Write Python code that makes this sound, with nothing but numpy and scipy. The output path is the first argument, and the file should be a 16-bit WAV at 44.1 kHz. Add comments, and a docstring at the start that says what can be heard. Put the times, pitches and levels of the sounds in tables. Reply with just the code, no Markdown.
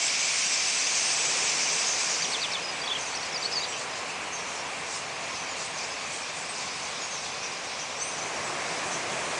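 """Starlings leaving their roost at dusk

A wall of rasping calls in the trees thins out as the flock takes off. Crowds are built from many short,
harsh tones of unsteady pitch; twittering flares up in flurries, and whistles and screeches stand out.
A songbird close by sings one short phrase made of gliding tones. Behind them lie a far babble of lower
voices and a soft rush of shaped noise that swells at the end."""
import sys
import numpy as np
from scipy import signal
from scipy.fft import rfft, irfft, next_fast_len
from scipy.io import wavfile
from scipy.ndimage import uniform_filter1d

SR = 44100
rng = np.random.default_rng(int(sys.argv[2]) if len(sys.argv) > 2 else 0)


def generate_wav(sig):
    """Save sig (samples, or channels by samples) to the path in sys.argv[1] as 16-bit PCM at SR."""
    pcm = np.round(np.clip(np.atleast_2d(sig).T, -1, 1) * 32767).astype(np.int16)
    wavfile.write(sys.argv[1], SR, pcm)


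N = 414099
TIME = np.arange(N) / SR

# Tone shaping of the perched birds' calls: f/Hz, level/dB
ROOST_COLOUR = [(1800, -34), (2800, -8), (3600, -6), (4100, -6.5), (4600, -3.5), (5050, 0.5), (5250, -0.5),
                (5450, 2), (5600, -2.5), (5850, 2.5), (6400, 0), (7000, -7), (7600, -4.5), (8500, -16.5)]
# Tone shaping of the calls on the wing: f/Hz, level/dB
FLIGHT_COLOUR = [(2400, -10), (3300, -0.5), (3900, 0.5), (4130, -1.5), (4700, 1.5), (4870, 2.5),
                 (5050, 2.5), (5270, 2), (5450, 2), (5600, 1.5), (6000, 2), (7000, -6.5), (7600, -10),
                 (8500, -36)]
# Tone shaping of the shrill top of the calls: f/Hz, level/dB
SHRILL_COLOUR = [(6300, 0), (7400, -0.5), (8000, 0.5), (8600, -1.5), (9200, -4.5), (10000, -11.5),
                 (11000, -40)]
# Chatter of the birds on the wing, with a hush soon after take-off: t/s, level/dB
FLIGHT_LEVEL = [(2.6, -44.5), (3.6, -42.5), (4.25, -52.5), (5.3, -43.5), (6.0, -44.5), (7.0, -40),
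                (8.0, -42.5), (9.39, -43)]
# Shrill top of the birds on the wing: t/s, level/dB
FLIGHT_SHRILL_LEVEL = [(2.6, -52), (4.2, -53), (6.7, -48.5), (7.8, -52), (9.0, -45)]
# Flurries of twittering: t of the middle/s, length at half height/s, f/Hz, level/dB, shrill top level/dB
FLURRIES = [(3.048, 0.17, 6160, -45, -51), (3.245, .055, 5820, -41, -56), (3.808, 0.07, 5840, -39.5, -47),
            (3.977, 0.08, 5700, -42, -51), (4.099, 0.067, 5880, -44, -51), (4.531, 0.13, 6000, -49, -49),
            (4.79, .07, 5800, -53, -49), (4.942, 0.12, 6020, -40, -47), (5.37, 0.072, 5650, -47, -49),
            (5.62, 0.086, 5870, -38, -50), (5.819, 0.082, 5960, -40, -50), (6.022, .06, 5200, -44, -54),
            (6.139, 0.11, 5900, -42, -50), (6.286, 0.065, 5000, -43, -60), (6.39, .07, 5900, -45, -47),
            (6.604, 0.093, 5750, -40, -55), (6.824, 0.13, 5670, -43.5, -54), (7.248, 0.085, 5800, -46, -50)]
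# Whistles of the nearest starlings:
# t/s, length/s, start f/Hz, middle f/Hz, end f/Hz, level/dB, burr swing f/Hz (0 is a clean note)
WHISTLES = [(0.0, 0.084, 7270, 7630, 7730, -34.5, 400), (0.202, 0.083, 7860, 7650, 8000, -40, 0),
            (.3, .1, 8440, 8660, 8200, -42, 100), (.39, .08, 8700, 8950, 8600, -47, 100),
            (0.456, 0.11, 7770, 8030, 6900, -40, 200), (.52, 0.069, 8300, 8300, 7900, -47, 0),
            (0.668, 0.16, 7900, 8030, 7450, -40, 100), (0.874, .085, 8600, 8700, 7000, -45, 100),
            (0.952, .08, 7700, 8550, 8450, -45, 100), (1.037, 0.15, 8570, 8300, 7230, -39.5, 150),
            (1.18, 0.12, 8050, 7750, 7750, -37, 80), (1.214, .061, 6100, 5380, 4850, -40, 0),
            (1.245, .045, 6650, 6680, 6350, -38, 100), (1.353, .08, 8850, 8500, 8000, -43, 100),
            (1.43, .08, 8100, 7850, 7050, -38, 100), (1.423, .055, 7300, 6850, 6150, -37, 100),
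            (1.72, .06, 8450, 8350, 7700, -41, 150), (1.777, .05, 7650, 7950, 8000, -39, 0),
            (1.99, 0.059, 7400, 7800, 8600, -40, 150), (2.208, 0.046, 6150, 6400, 6400, -36, 261),
            (2.24, .025, 5870, 5800, 5750, -36, 0), (2.277, 0.071, 8750, 8680, 8800, -47, 0),
            (2.71, .1, 8060, 8000, 7900, -51, 100), (2.978, 0.062, 5500, 6230, 5600, -40.5, 400),
            (3.053, .047, 6500, 6400, 5700, -42, 200), (3.1, .07, 7500, 8000, 8300, -51, 100),
            (3.4, .082, 7100, 7730, 8200, -47, 200), (3.575, .026, 6250, 6400, 6550, -40, 150),
            (3.615, .03, 7200, 7280, 7350, -46, 0), (3.678, 0.056, 7400, 7700, 7400, -42.5, 200),
            (3.68, 0.1, 5880, 5720, 6150, -44.5, 100), (4.953, .04, 9300, 8550, 8650, -48, 50),
            (4.947, .026, 5500, 5250, 5100, -40, 200), (5.347, 0.098, 5900, 6080, 5900, -45, 150),
            (5.487, .05, 7100, 6850, 6750, -43, 250), (5.648, 0.026, 8000, 8150, 7900, -45, 0),
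            (5.685, .03, 8250, 8250, 7950, -51, 0), (5.741, 0.056, 6700, 6370, 5880, -42, 350),
            (5.783, .03, 4650, 4800, 5200, -43, 250), (5.835, 0.021, 4950, 5100, 5200, -39, 300),
            (5.875, .03, 7900, 8020, 7950, -49, 0), (5.895, .065, 6500, 6300, 6000, -48, 50),
            (5.9, .035, 5150, 5050, 4860, -43, 150), (6.118, .035, 7600, 8150, 8400, -48, 50),
            (6.168, 0.048, 8450, 8480, 8100, -53, 50), (6.405, .065, 7800, 7870, 8250, -49, 100),
            (6.486, 0.036, 8250, 8300, 8050, -42, 130), (6.82, 0.046, 6250, 6160, 6000, -48, 100),
            (7.015, 0.048, 6600, 6680, 6600, -40, 200), (7.41, 0.055, 2570, 2480, 2540, -43, 150),
            (7.79, .059, 5850, 6000, 5850, -42.5, 200), (7.95, .05, 5600, 5530, 5750, -47, 100),
            (7.98, .033, 7600, 7650, 7200, -44, 150), (8, 0.034, 5800, 6100, 6370, -34, 120),
            (8.01, 0.045, 7700, 8150, 8400, -41.5, 480), (8.043, 0.059, 8440, 8860, 8700, -44.5, 50),
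            (8.043, .03, 5700, 6020, 6200, -44, 50), (8.075, .03, 5800, 6300, 6530, -42, 80),
            (8.125, .04, 6160, 5950, 5200, -42, 150), (8.208, 0.037, 6000, 6100, 6350, -41, 100),
            (8.225, .016, 7000, 7300, 7550, -46, 0), (8.26, 0.044, 6350, 6450, 6500, -49, 300),
            (8.355, .022, 5580, 5620, 5640, -42, 0), (8.438, .055, 7450, 7900, 7050, -45, 50)]
# Screeches of the nearest starlings: t/s, length/s, f/Hz, width of the unsteady pitch f/Hz, level/dB
SCREECHES = [(0.538, 0.023, 7300, 300, -35), (0.947, 0.068, 6370, 690, -33.5), (1.859, .08, 6280, 705, -36),
             (2.103, 0.06, 5750, 910, -35.5), (3.722, 0.03, 2970, 494, -40), (4.322, 0.05, 6280, 550, -39),
             (4.382, 0.052, 5680, 500, -42.5), (4.45, 0.06, 6060, 500, -45), (4.545, 0.083, 5470, 690, -44),
             (5.338, .035, 5200, 500, -43), (7.106, 0.07, 6200, 450, -41.5), (7.158, .05, 5600, 398, -42),
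             (7.428, 0.05, 5750, 696, -39.5), (8.18, .022, 6250, 450, -39), (8.917, 0.039, 5960, 500, -38)]
# Echoes of each call off the nearest trunks: delay t/s, level/dB
TRUNK_ECHOES = [(.005175, -15), (.007475, -18)]
# The songbird's four opening chirps: t of the top/s, top f/Hz, length as a share of the usual, level/dB
CHIRPS = [(2.235, 5100, 0.57, -36), (2.329, 5000, 0.96, -32.5), (2.424, 4750, .95, -31.5),
          (2.526, 5300, 1.2, -33.5)]
# Strength of a chirp at each pitch, with peaks at two of them: f/Hz, level/dB
CHIRP_COLOUR = [(2800, -7), (3150, -6), (3450, 2), (3750, -2), (4000, -4), (4200, -1), (4550, 4),
                (4850, -7), (5300, -2)]
# Dips as the chirping voice changes register: t after the top in a chirp of usual length/s, level/dB
CHIRP_BREAKS = [(.005, -5), (.016, -4)]
# The flat note that leads into the first chirp, then the songbird's warble of quick slurs:
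# t/s, length/s, start f/Hz, middle f/Hz, end f/Hz, level/dB
SONG = [(2.22, 0.014, 4650, 4670, 4720, -30.5), (2.622, .044, 4980, 5070, 5000, -40),
        (2.671, 0.047, 5000, 4970, 4960, -39.5), (2.813, .016, 4680, 4720, 4740, -36),
        (2.836, .014, 3330, 3330, 3350, -34), (2.856, .015, 4720, 4530, 4300, -38),
        (2.874, .007, 3250, 3450, 3800, -31), (2.878, .022, 3750, 3860, 3550, -39),
        (2.897, .015, 3500, 3200, 3250, -32), (2.908, 0.019, 3240, 3450, 3480, -29.5),
        (2.928, .009, 3520, 3400, 2900, -31.5), (2.947, .025, 2750, 3280, 2750, -32),
        (3.139, .006, 4300, 4450, 4600, -37), (3.149, .006, 4350, 4600, 4950, -34),
        (3.152, .015, 5750, 5860, 5550, -36), (3.17, .008, 5350, 5200, 5050, -34),
        (3.204, .016, 5900, 5600, 5900, -41), (3.229, .0053, 4650, 4500, 4250, -34),
        (3.326, .013, 5950, 5370, 5100, -37.5), (3.342, .0055, 4200, 4700, 5300, -38),
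        (3.344, .014, 5200, 5100, 4850, -33), (3.357, .016, 4900, 4680, 4500, -32),
        (3.373, .014, 5850, 5770, 5600, -36), (3.423, .012, 4870, 4620, 4330, -32),
        (3.437, 0.016, 3670, 4140, 4350, -36), (3.447, .017, 4300, 4420, 4650, -27),
        (3.512, 0.015, 4100, 5400, 6650, -36), (3.523, .008, 3400, 4630, 5500, -34),
        (3.53, .019, 5300, 5020, 4850, -33), (3.553, .028, 4850, 4650, 4380, -28.5),
        (3.575, .021, 4540, 4380, 4350, -32.5), (3.598, .02, 4680, 4700, 4680, -34),
        (3.62, .023, 3770, 3830, 4200, -35), (3.639, .012, 4250, 4650, 4700, -33),
        (3.648, .007, 4500, 3700, 3300, -35)]
# The far part of the flock: t/s, level/dB
BABBLE_LEVEL = [(0.0, -32.5), (1.5, -34), (3.2, -40), (6.0, -40.5), (7.4, -42.5), (9.39, -40)]
# Tone shaping of the far flock: f/Hz, level/dB
BABBLE_COLOUR = [(1600, -25), (2000, -7), (2200, -2.5), (2370, 0.5), (2520, -1.5), (2680, -1.5),
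                 (2950, -6.5), (3500, -8.5), (4500, -8.5)]
# Broad outdoor rush of wings and distant traffic: t/s, level/dB
RUSH_LEVEL = [(0.0, -41), (0.9, -41), (1.25, -38.5), (4.0, -39), (6.8, -40.5), (8.08, -40), (8.38, -36),
              (9.39, -35.5)]
# Tone shaping of the rush: f/Hz, level/dB
RUSH_COLOUR = [(230, -29), (380, -7), (480, -3.5), (620, -1), (760, 1.5), (870, -1.5), (1050, 1),
               (1200, -2.5), (1400, -7), (1900, -15.5)]
# Tone shaping of its airy top: f/Hz, level/dB
UPPER_RUSH_COLOUR = [(1000, -5), (1350, -1.5), (1600, 3), (1900, 3), (2500, 0), (3300, -9), (4500, -10),
                     (6500, -5.5), (8500, -12.5), (11000, -21.5)]
# Low register of the rush: t/s, level/dB
LOW_RUSH_LEVEL = [(0.0, -62), (1.17, -70), (1.25, -46), (1.7, -49.5), (2.4, -52.5), (4.0, -50.5),
                  (4.7, -56), (7.9, -55.5), (8.35, -51), (9.39, -55)]
# Tone shaping of the low register: f/Hz, level/dB
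LOW_RUSH_COLOUR = [(310, -21), (400, -2.5), (460, 0.5), (560, -7), (680, -15)]
# Tone shaping of the rumble that follows the rush: f/Hz, level/dB
RUMBLE_COLOUR = [(75, -15), (115, -5.5), (155, 2.5), (215, -1), (265, 1.5), (330, -2), (450, -10.5)]
# Deep rumble of the open air: t/s, level/dB
DEEP_RUMBLE_LEVEL = [(0.0, -69), (2.9, -64.5), (4.0, -61.5), (7.7, -64.5), (9.39, -63)]
# Tone shaping of the deep rumble: f/Hz, level/dB
DEEP_COLOUR = [(20, -27), (35, -18), (48, -12), (58, -10), (72, -1), (100, 2), (135, -16)]
# The swell that deepens the rush at the end: t/s, level/dB
SWELL_LEVEL = [(7.2, -62), (8.0, -51), (8.4, -43.5), (9.39, -43)]
# Tone shaping of the swell: f/Hz, level/dB
SWELL_COLOUR = [(30, -26), (70, -15), (150, -2), (220, -10), (300, -8.5), (360, 2), (440, -9), (560, 2),
                (660, 2), (850, -9)]

TAKE_OFF_S, TAKE_OFF_SPREAD_S = 2.16, 0.15   # half the flock is up by then; how gradually the change happens
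# The perched birds: chatter, shrill calls, and the blur of the farthest
ROOST_DB, ROOST_SHRILL_DB, ROOST_WASH_DB = -30.5, -40, -40.5
# In a flurry, birds' pitches lie up to SPREAD either side of the middle and each chip falls by about SWEEP
TWITTER_SPREAD_HZ, TWITTER_SWEEP_HZ = 1540, 1110
TWITTER_CHIP_S, TWITTER_PER_S = 0.00607, 85   # length of a chip; chips of one bird, roughly
BURR_PER_S = 135   # a burred note swings in pitch about this often

# Farther birds whistle at random: a few throughout, a throng in the roost, and lower ones
FAINT_WHISTLE_DB, FAINT_WHISTLE_RANGE_HZ = -52, (4276, 8200)
ROOST_WHISTLE_DB, ROOST_WHISTLE_RANGE_HZ = -44.5, (4500, 8180)
LOW_WHISTLE_DB, LOW_WHISTLE_RANGE_HZ = -54, (2300, 3500)
FAINT_WHISTLE_S = 0.065   # average length
FAINT_WHISTLE_GLIDE_HZ = 750   # spread of the slants in the middle of the faint range
FAINT_WHISTLE_ARCH_HZ = 127.6   # each bows upward by this much in its middle
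AIR_LOSS_DB_PER_HZ, AIR_LOSS_FROM_HZ = 0.0028, 6100   # distance weakens the highest random whistles

# Single chirps that stand out of the crowd, perched and on the wing
ROOST_CHIRP_DB, FLIGHT_CHIRP_DB = -43, -51.5
CROWD_CHIRP_RANGE_HZ = (4414, 7300)
CROWD_CHIRP_S = 0.02   # average length
CROWD_CHIRP_GLIDE_HZ, CROWD_CHIRP_BURR_HZ = 900, 50   # spread of the glides; swing of the burr

# Songbird chirp of usual length: a quick hook over the top, then a longer slide
CHIRP_RISE_S, CHIRP_HOOK_S, CHIRP_FALL_S = 0.01, 0.0076, 0.042
CHIRP_SLIDE_HZ, CHIRP_SAG_HZ_PER_S = 4160, 31000   # the slide's pitch at the top moment, and its fall
CHIRP_BREAK_WIDTH_S = 0.002
CHIRP_WAVER = 0.023   # the pitch trembles by this share

RUMBLE_BELOW_DB, UPPER_RUSH_BELOW_DB = 12, 1.4   # both rise and fall with the rush
CUTOFF_HZ = 10950


def near_flock():
    """Dense chirping in the roost gives way to thinner, harsher calls on the wing, which flare up in flurries."""
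    roosting = np.sqrt(perched_share())
    flying = np.sqrt(1 - perched_share())
    twittering, flurry_shrill_gain = flurries()

    perched = crowd(3000, 9300, width_hz=550, length_range_s=0.02205, slant=0.402,
                    spread_db=-3.0, blur_db=2.5, count=5000)
    airborne = crowd(3000, 9300, width_hz=800, length_range_s=0.025, slant=0.363,
                     spread_db=9, blur_db=2.0, count=3000)
    shrill = crowd(6500, 9200, width_hz=700, length_range_s=0.0351, slant=0.206,
                   spread_db=7, blur_db=0.0, count=2000)
    perched = coloured(perched, ROOST_COLOUR)
    airborne = restless(coloured(airborne, FLIGHT_COLOUR), swing_db=1.0, rate=14)
    shrill = restless(coloured(shrill, SHRILL_COLOUR), swing_db=2.0, rate=17)

    perched_gain = from_db(ROOST_DB) * roosting
    flight_gain = gain_over_time(FLIGHT_LEVEL) * flying
    # independent strengths add as powers
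    shrill_gain = np.hypot(from_db(ROOST_SHRILL_DB) * roosting, gain_over_time(FLIGHT_SHRILL_LEVEL) * flying)
    shrill_gain = np.hypot(shrill_gain, flurry_shrill_gain)
    return perched_gain * perched + flight_gain * airborne + twittering + shrill_gain * shrill


def perched_share():
    """Share of the flock still in the trees: the alarm spreads from bird to bird."""
    return 0.5 - 0.5 * np.tanh((TIME - TAKE_OFF_S) / (2 * TAKE_OFF_SPREAD_S))


def crowd(low_hz, high_hz, width_hz, length_range_s, slant, spread_db, blur_db, count):
    """Many birds share a stock of short slanting rasps at various levels, over the blur of countless others."""
    repertoire = []
    for length, pitch, harsh, glide, buzz in rng.random((min(count // 5, 350), 5)):
        # lengths vary by length_range_s above the shortest
        call = screech(0.006 + length_range_s * length, low_hz + pitch * (high_hz - low_hz),
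                       width_hz * (0.12 + harsh ** 2), slant * (glide - 0.6),
                       buzz_hz=90 + 130 * buzz, buzz_depth=0.55)
        repertoire.append(call)
    calls = np.zeros(N)
    for k, (when, loudness_draw) in enumerate(rng.random((count, 2))):
        rasp = repertoire[k % len(repertoire)]
        add(calls, when * N / SR, from_db(spread_db * loudness_draw) * rasp)
    # the blur is noise over all pitches, so the calls are scaled to the share their band takes up
    band_share = np.sqrt(2 * (high_hz - low_hz) / SR)
    blur = from_db(blur_db) * rng.standard_normal(N)
    return rms_one(band_share * rms_one(calls) + blur)


def restless(x, swing_db, rate):
    """Calling waxes and wanes by chance."""
    return x * from_db(swing_db * wander(N, rate))


def flurries():
    """Twittering swells and fades among the branches; also gives its shrill strength, pulsing with the chips."""
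    chatter, shrill = np.zeros((2, N))
    for s, length, hz, db, shrill_db in FLURRIES:
        voices = twitter(2 * length, hz, count=5)
        swell = np.hanning(len(voices))
        pulsing = rms_one(uniform_filter1d(np.abs(voices), size=180))
        add(chatter, s - length, from_db(db) * swell * voices)
        add(shrill, s - length, from_db(shrill_db) * swell * pulsing)
    return among_trees(chatter, wet_db=-6, t60=0.13), shrill


def twitter(length, middle_hz, count):
    """Several birds, each around its own pitch, rattle off steep falling chips; rms 1."""
    out = np.zeros(N)
    for own_hz in middle_hz + TWITTER_SPREAD_HZ * np.linspace(-1, 1, count):
        gap = rng.uniform(0.7, 1.2) / TWITTER_PER_S
        for s in np.arange(-gap * rng.random(), length, gap):
            late, sharp, loud = rng.standard_normal(3)
            hz = own_hz * (1 + 0.048 * sharp)
            chip = screech(TWITTER_CHIP_S, hz, 270, -TWITTER_SWEEP_HZ / hz, buzz_hz=150, buzz_depth=0.11)
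            add(out, s + 0.1 * gap * late, from_db(1.4 * loud) * chip)
    return rms_one(out[:int(length * SR)])


def single_starlings():
    """Whistles and screeches of the nearest starlings, with a scatter of random whistles and chirps."""
    out = np.zeros(N)
    end_s = N / SR
    faint = faint_whistles(end_s, FAINT_WHISTLE_DB, FAINT_WHISTLE_RANGE_HZ, count=130)
    faint += faint_whistles(TAKE_OFF_S, ROOST_WHISTLE_DB, ROOST_WHISTLE_RANGE_HZ, count=110)
    faint += faint_whistles(end_s, LOW_WHISTLE_DB, LOW_WHISTLE_RANGE_HZ, count=60)
    chirps = crowd_chirps(0, TAKE_OFF_S, ROOST_CHIRP_DB, count=420)
    chirps += crowd_chirps(TAKE_OFF_S, end_s, FLIGHT_CHIRP_DB, count=260)
    for s, length, *pitches, db, burr_hz in WHISTLES + faint + chirps:
        note = whistle(length, pitches, waver=0.0057, flutter_db=2.5, burr_hz=burr_hz, roundness=0.16)
        add(out, s, from_db(db) * note)
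    for s, length, hz, width_hz, db in SCREECHES:
        call = screech(length, hz, width_hz, glide=-0.0355, buzz_hz=146.0, buzz_depth=0.22)
        add(out, s, from_db(db) * call)
    return among_trees(off_trunks(out), wet_db=-7.5, t60=0.45)


def faint_whistles(until_s, db, range_hz, count):
    """Rows for thin arched whistles at random times and pitches; high ones glide farther and can be weaker."""
    rows = []
    for k, (when, pitch, glide, long) in enumerate(rng.random((count, 4))):
        s = until_s * (k + when) / count
        length = FAINT_WHISTLE_S * (0.5 + long)
        hz = np.interp(pitch, [0, 1], range_hz)
        slant = FAINT_WHISTLE_GLIDE_HZ * (glide - 0.6) * hz / np.mean(FAINT_WHISTLE_RANGE_HZ)
        loss_db = AIR_LOSS_DB_PER_HZ * max(hz - AIR_LOSS_FROM_HZ, 0)
        rows.append((s, length, hz - slant, hz + FAINT_WHISTLE_ARCH_HZ, hz + slant, db - loss_db, 0))
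    return rows


def crowd_chirps(from_s, until_s, db, count):
    """Rows for short chirps, mostly falling in pitch, scattered through a stretch of time."""
    rows = []
    for k, (when, pitch, glide, long) in enumerate(rng.random((count, 4))):
        s = from_s + (until_s - from_s) * (k + 2 * when) / count
        length = CROWD_CHIRP_S * (0.5 + long)
        hz = np.interp(pitch, [0, 1], CROWD_CHIRP_RANGE_HZ)
        fall = CROWD_CHIRP_GLIDE_HZ * (glide - 0.25)
        rows.append((s, length, hz + fall / 2, hz, hz - fall, db, CROWD_CHIRP_BURR_HZ))
    return rows


def whistle(length, pitches_hz, waver, flutter_db, burr_hz, roundness):
    """One note arches through three pitches, swells and trembles; a burr swings its pitch quickly."""
    u = np.linspace(0, 1, max(int(length * SR), 64))
    arch = np.polyval(np.polyfit([0, 0.5, 1], pitches_hz, 2), u)
    hz = arch * (1 + waver * wander(len(u), 480))
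    cycles = np.cumsum(BURR_PER_S * (1 + 0.12 * wander(len(u), 74))) / SR
    sawtooth = 2 * (cycles % 1) - 1
    hz = hz + burr_hz * (sawtooth + 0.52 * wander(len(u), 915))
    swell = np.abs(np.sin(np.pi * u)) ** roundness * from_db(flutter_db * wander(len(u), 176))
    return rms_one(swell * np.sin(2 * np.pi * np.cumsum(hz) / SR))


def screech(length, hz, width_hz, glide, buzz_hz, buzz_depth):
    """A harsh call: the tone from the bird's voice organ is chaotic in pitch and beats in fast pulses."""
    u = np.linspace(0, 1, max(int(length * SR), 64))
    beat = np.sin(2 * np.pi * np.cumsum(buzz_hz * (1 + 0.15 * wander(len(u), 73))) / SR)
    unsteadiness = width_hz * (0.35 * beat + 0.5 * wander(len(u), 3 * width_hz))
    pitch = hz * (1 + glide * (u - 0.5)) + unsteadiness
    swell = np.abs(np.sin(np.pi * u)) ** 0.2 * (1 + buzz_depth * beat)
    return rms_one(swell * np.sin(2 * np.pi * np.cumsum(pitch) / SR))


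def songbird():
    """Four hooked chirps, a flat note leading into the first, and a warble of quick, clean slurs from close by."""
    out = np.zeros(N)
    for s, top_hz, stretch, db in CHIRPS:
        add(out, s - CHIRP_RISE_S * stretch, from_db(db) * chirp(top_hz, stretch, flutter_db=2.5))
    for s, length, *pitches, db in SONG:
        note = whistle(length, pitches, waver=0.0092, flutter_db=2.0, burr_hz=0, roundness=0.45)
        add(out, s, from_db(db) * note)
    return among_trees(off_trunks(out), wet_db=-11.0, t60=0.17)


def chirp(top_hz, stretch, flutter_db):
    """A tone hooks up over its top and slides down, flaring as it passes each resonance."""
    # finer steps of t give more samples, so the chirp lasts longer
    t = np.arange(-CHIRP_RISE_S, CHIRP_FALL_S, 1 / (SR * stretch))
    slide = CHIRP_SLIDE_HZ - CHIRP_SAG_HZ_PER_S * np.abs(t)
    hook = np.exp(-np.abs(t / CHIRP_HOOK_S) ** 3)
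    hz = slide + (top_hz - slide) * hook
    db = np.interp(hz, *np.transpose(CHIRP_COLOUR)) + flutter_db * wander(len(t), 320)
    for s, dip_db in CHIRP_BREAKS:
        db = db + dip_db * np.exp(-((t - s) / CHIRP_BREAK_WIDTH_S) ** 2)
    phase = 2 * np.pi * np.cumsum(hz * (1 + CHIRP_WAVER * wander(len(t), 620))) / SR
    soft_ends = signal.windows.tukey(len(t), 0.1)
    return rms_one(soft_ends * from_db(db) * np.sin(phase))


def off_trunks(x):
    """Early echoes off the trunks beat against a gliding note and break it up."""
    out = x.copy()
    for delay_s, db in TRUNK_ECHOES:
        add(out, delay_s, from_db(db) * x)
    return out


def among_trees(x, wet_db, t60):
    """Trunks and leaves scatter a diffuse tail behind each call; it fades by 60 dB in t60 seconds."""
    t = np.arange(SR // 2) / SR
    tail = rng.standard_normal(len(t)) * from_db(-60 * t / t60) * (t > 0.006)
    scattered = signal.fftconvolve(x, tail / np.linalg.norm(tail))[:N]
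    return x + from_db(wet_db) * scattered


def far_flock():
    """The lower voices of the far birds merge into a babble."""
    voices = crowd(1800, 3400, width_hz=330, length_range_s=0.05, slant=0.16,
                   spread_db=3.0, blur_db=2.5, count=1800)
    return gain_over_time(BABBLE_LEVEL) * coloured(voices, BABBLE_COLOUR)


def rush():
    """Smooth noise in five registers, from deep rumble to an airy top the full roost adds to, and a late swell."""
    rush_gain = gain_over_time(RUSH_LEVEL)
    roost_wash = from_db(ROOST_WASH_DB) * np.sqrt(perched_share())
    upper_gain = np.hypot(rush_gain * from_db(-UPPER_RUSH_BELOW_DB), roost_wash)
    layers = [(gain_over_time(DEEP_RUMBLE_LEVEL), DEEP_COLOUR),
              (rush_gain * from_db(-RUMBLE_BELOW_DB), RUMBLE_COLOUR),
              (gain_over_time(LOW_RUSH_LEVEL), LOW_RUSH_COLOUR),
              (rush_gain, RUSH_COLOUR),
              (upper_gain, UPPER_RUSH_COLOUR),
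              (gain_over_time(SWELL_LEVEL), SWELL_COLOUR)]
    return sum(gain * coloured(rng.standard_normal(N), colour) for gain, colour in layers)


def coloured(x, spectrum):
    """Shape a sound by a spectrum that falls away beyond its ends; rms 1."""
    hz, db = np.transpose(spectrum)
    size = next_fast_len(N)
    log_f = np.log(np.arange(size // 2 + 1) * SR / size + 1)
    beyond = np.abs(log_f - np.clip(log_f, np.log(hz[0]), np.log(hz[-1])))
    shape_db = np.interp(log_f, np.log(hz), db) - 60 * beyond
    return rms_one(irfft(rfft(x, size) * from_db(shape_db), size)[:N])


def gain_over_time(rows):
    """Gain for every sample, from a table of times and levels."""
    s, db = np.transpose(rows)
    return from_db(np.interp(TIME, s, db))


def from_db(db):
    """Decibels to gain."""
    return 10 ** (np.asarray(db) / 20)


def rms_one(x):
    """Scale to an average power of 1."""
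    return x / np.sqrt(np.mean(x ** 2) + 1e-20)


def wander(size, rate):
    """Random drift around 0: straight lines between random values drawn rate times a second."""
    steps = np.arange(size) * rate / SR
    count = int(steps[-1]) + 2
    return np.interp(steps, np.arange(count), rng.standard_normal(count))


def add(out, s, sound):
    """Mix a sound in at a time in seconds, dropping what lies outside."""
    start = int(s * SR)
    low, high = max(start, 0), min(start + len(sound), N)
    if high > low:
        out[low:high] += sound[low - start:high - start]


def scene():
    """Everything, heard from one spot."""
    return (near_flock() + single_starlings() + songbird() + far_flock() + rush())[None]


def record(dry):
    """The top of the treble is cut steeply."""
    return signal.sosfilt(signal.ellip(12, 0.1, 80, CUTOFF_HZ, fs=SR, output="sos"), dry)


dry = scene()
out = record(dry)
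generate_wav(out)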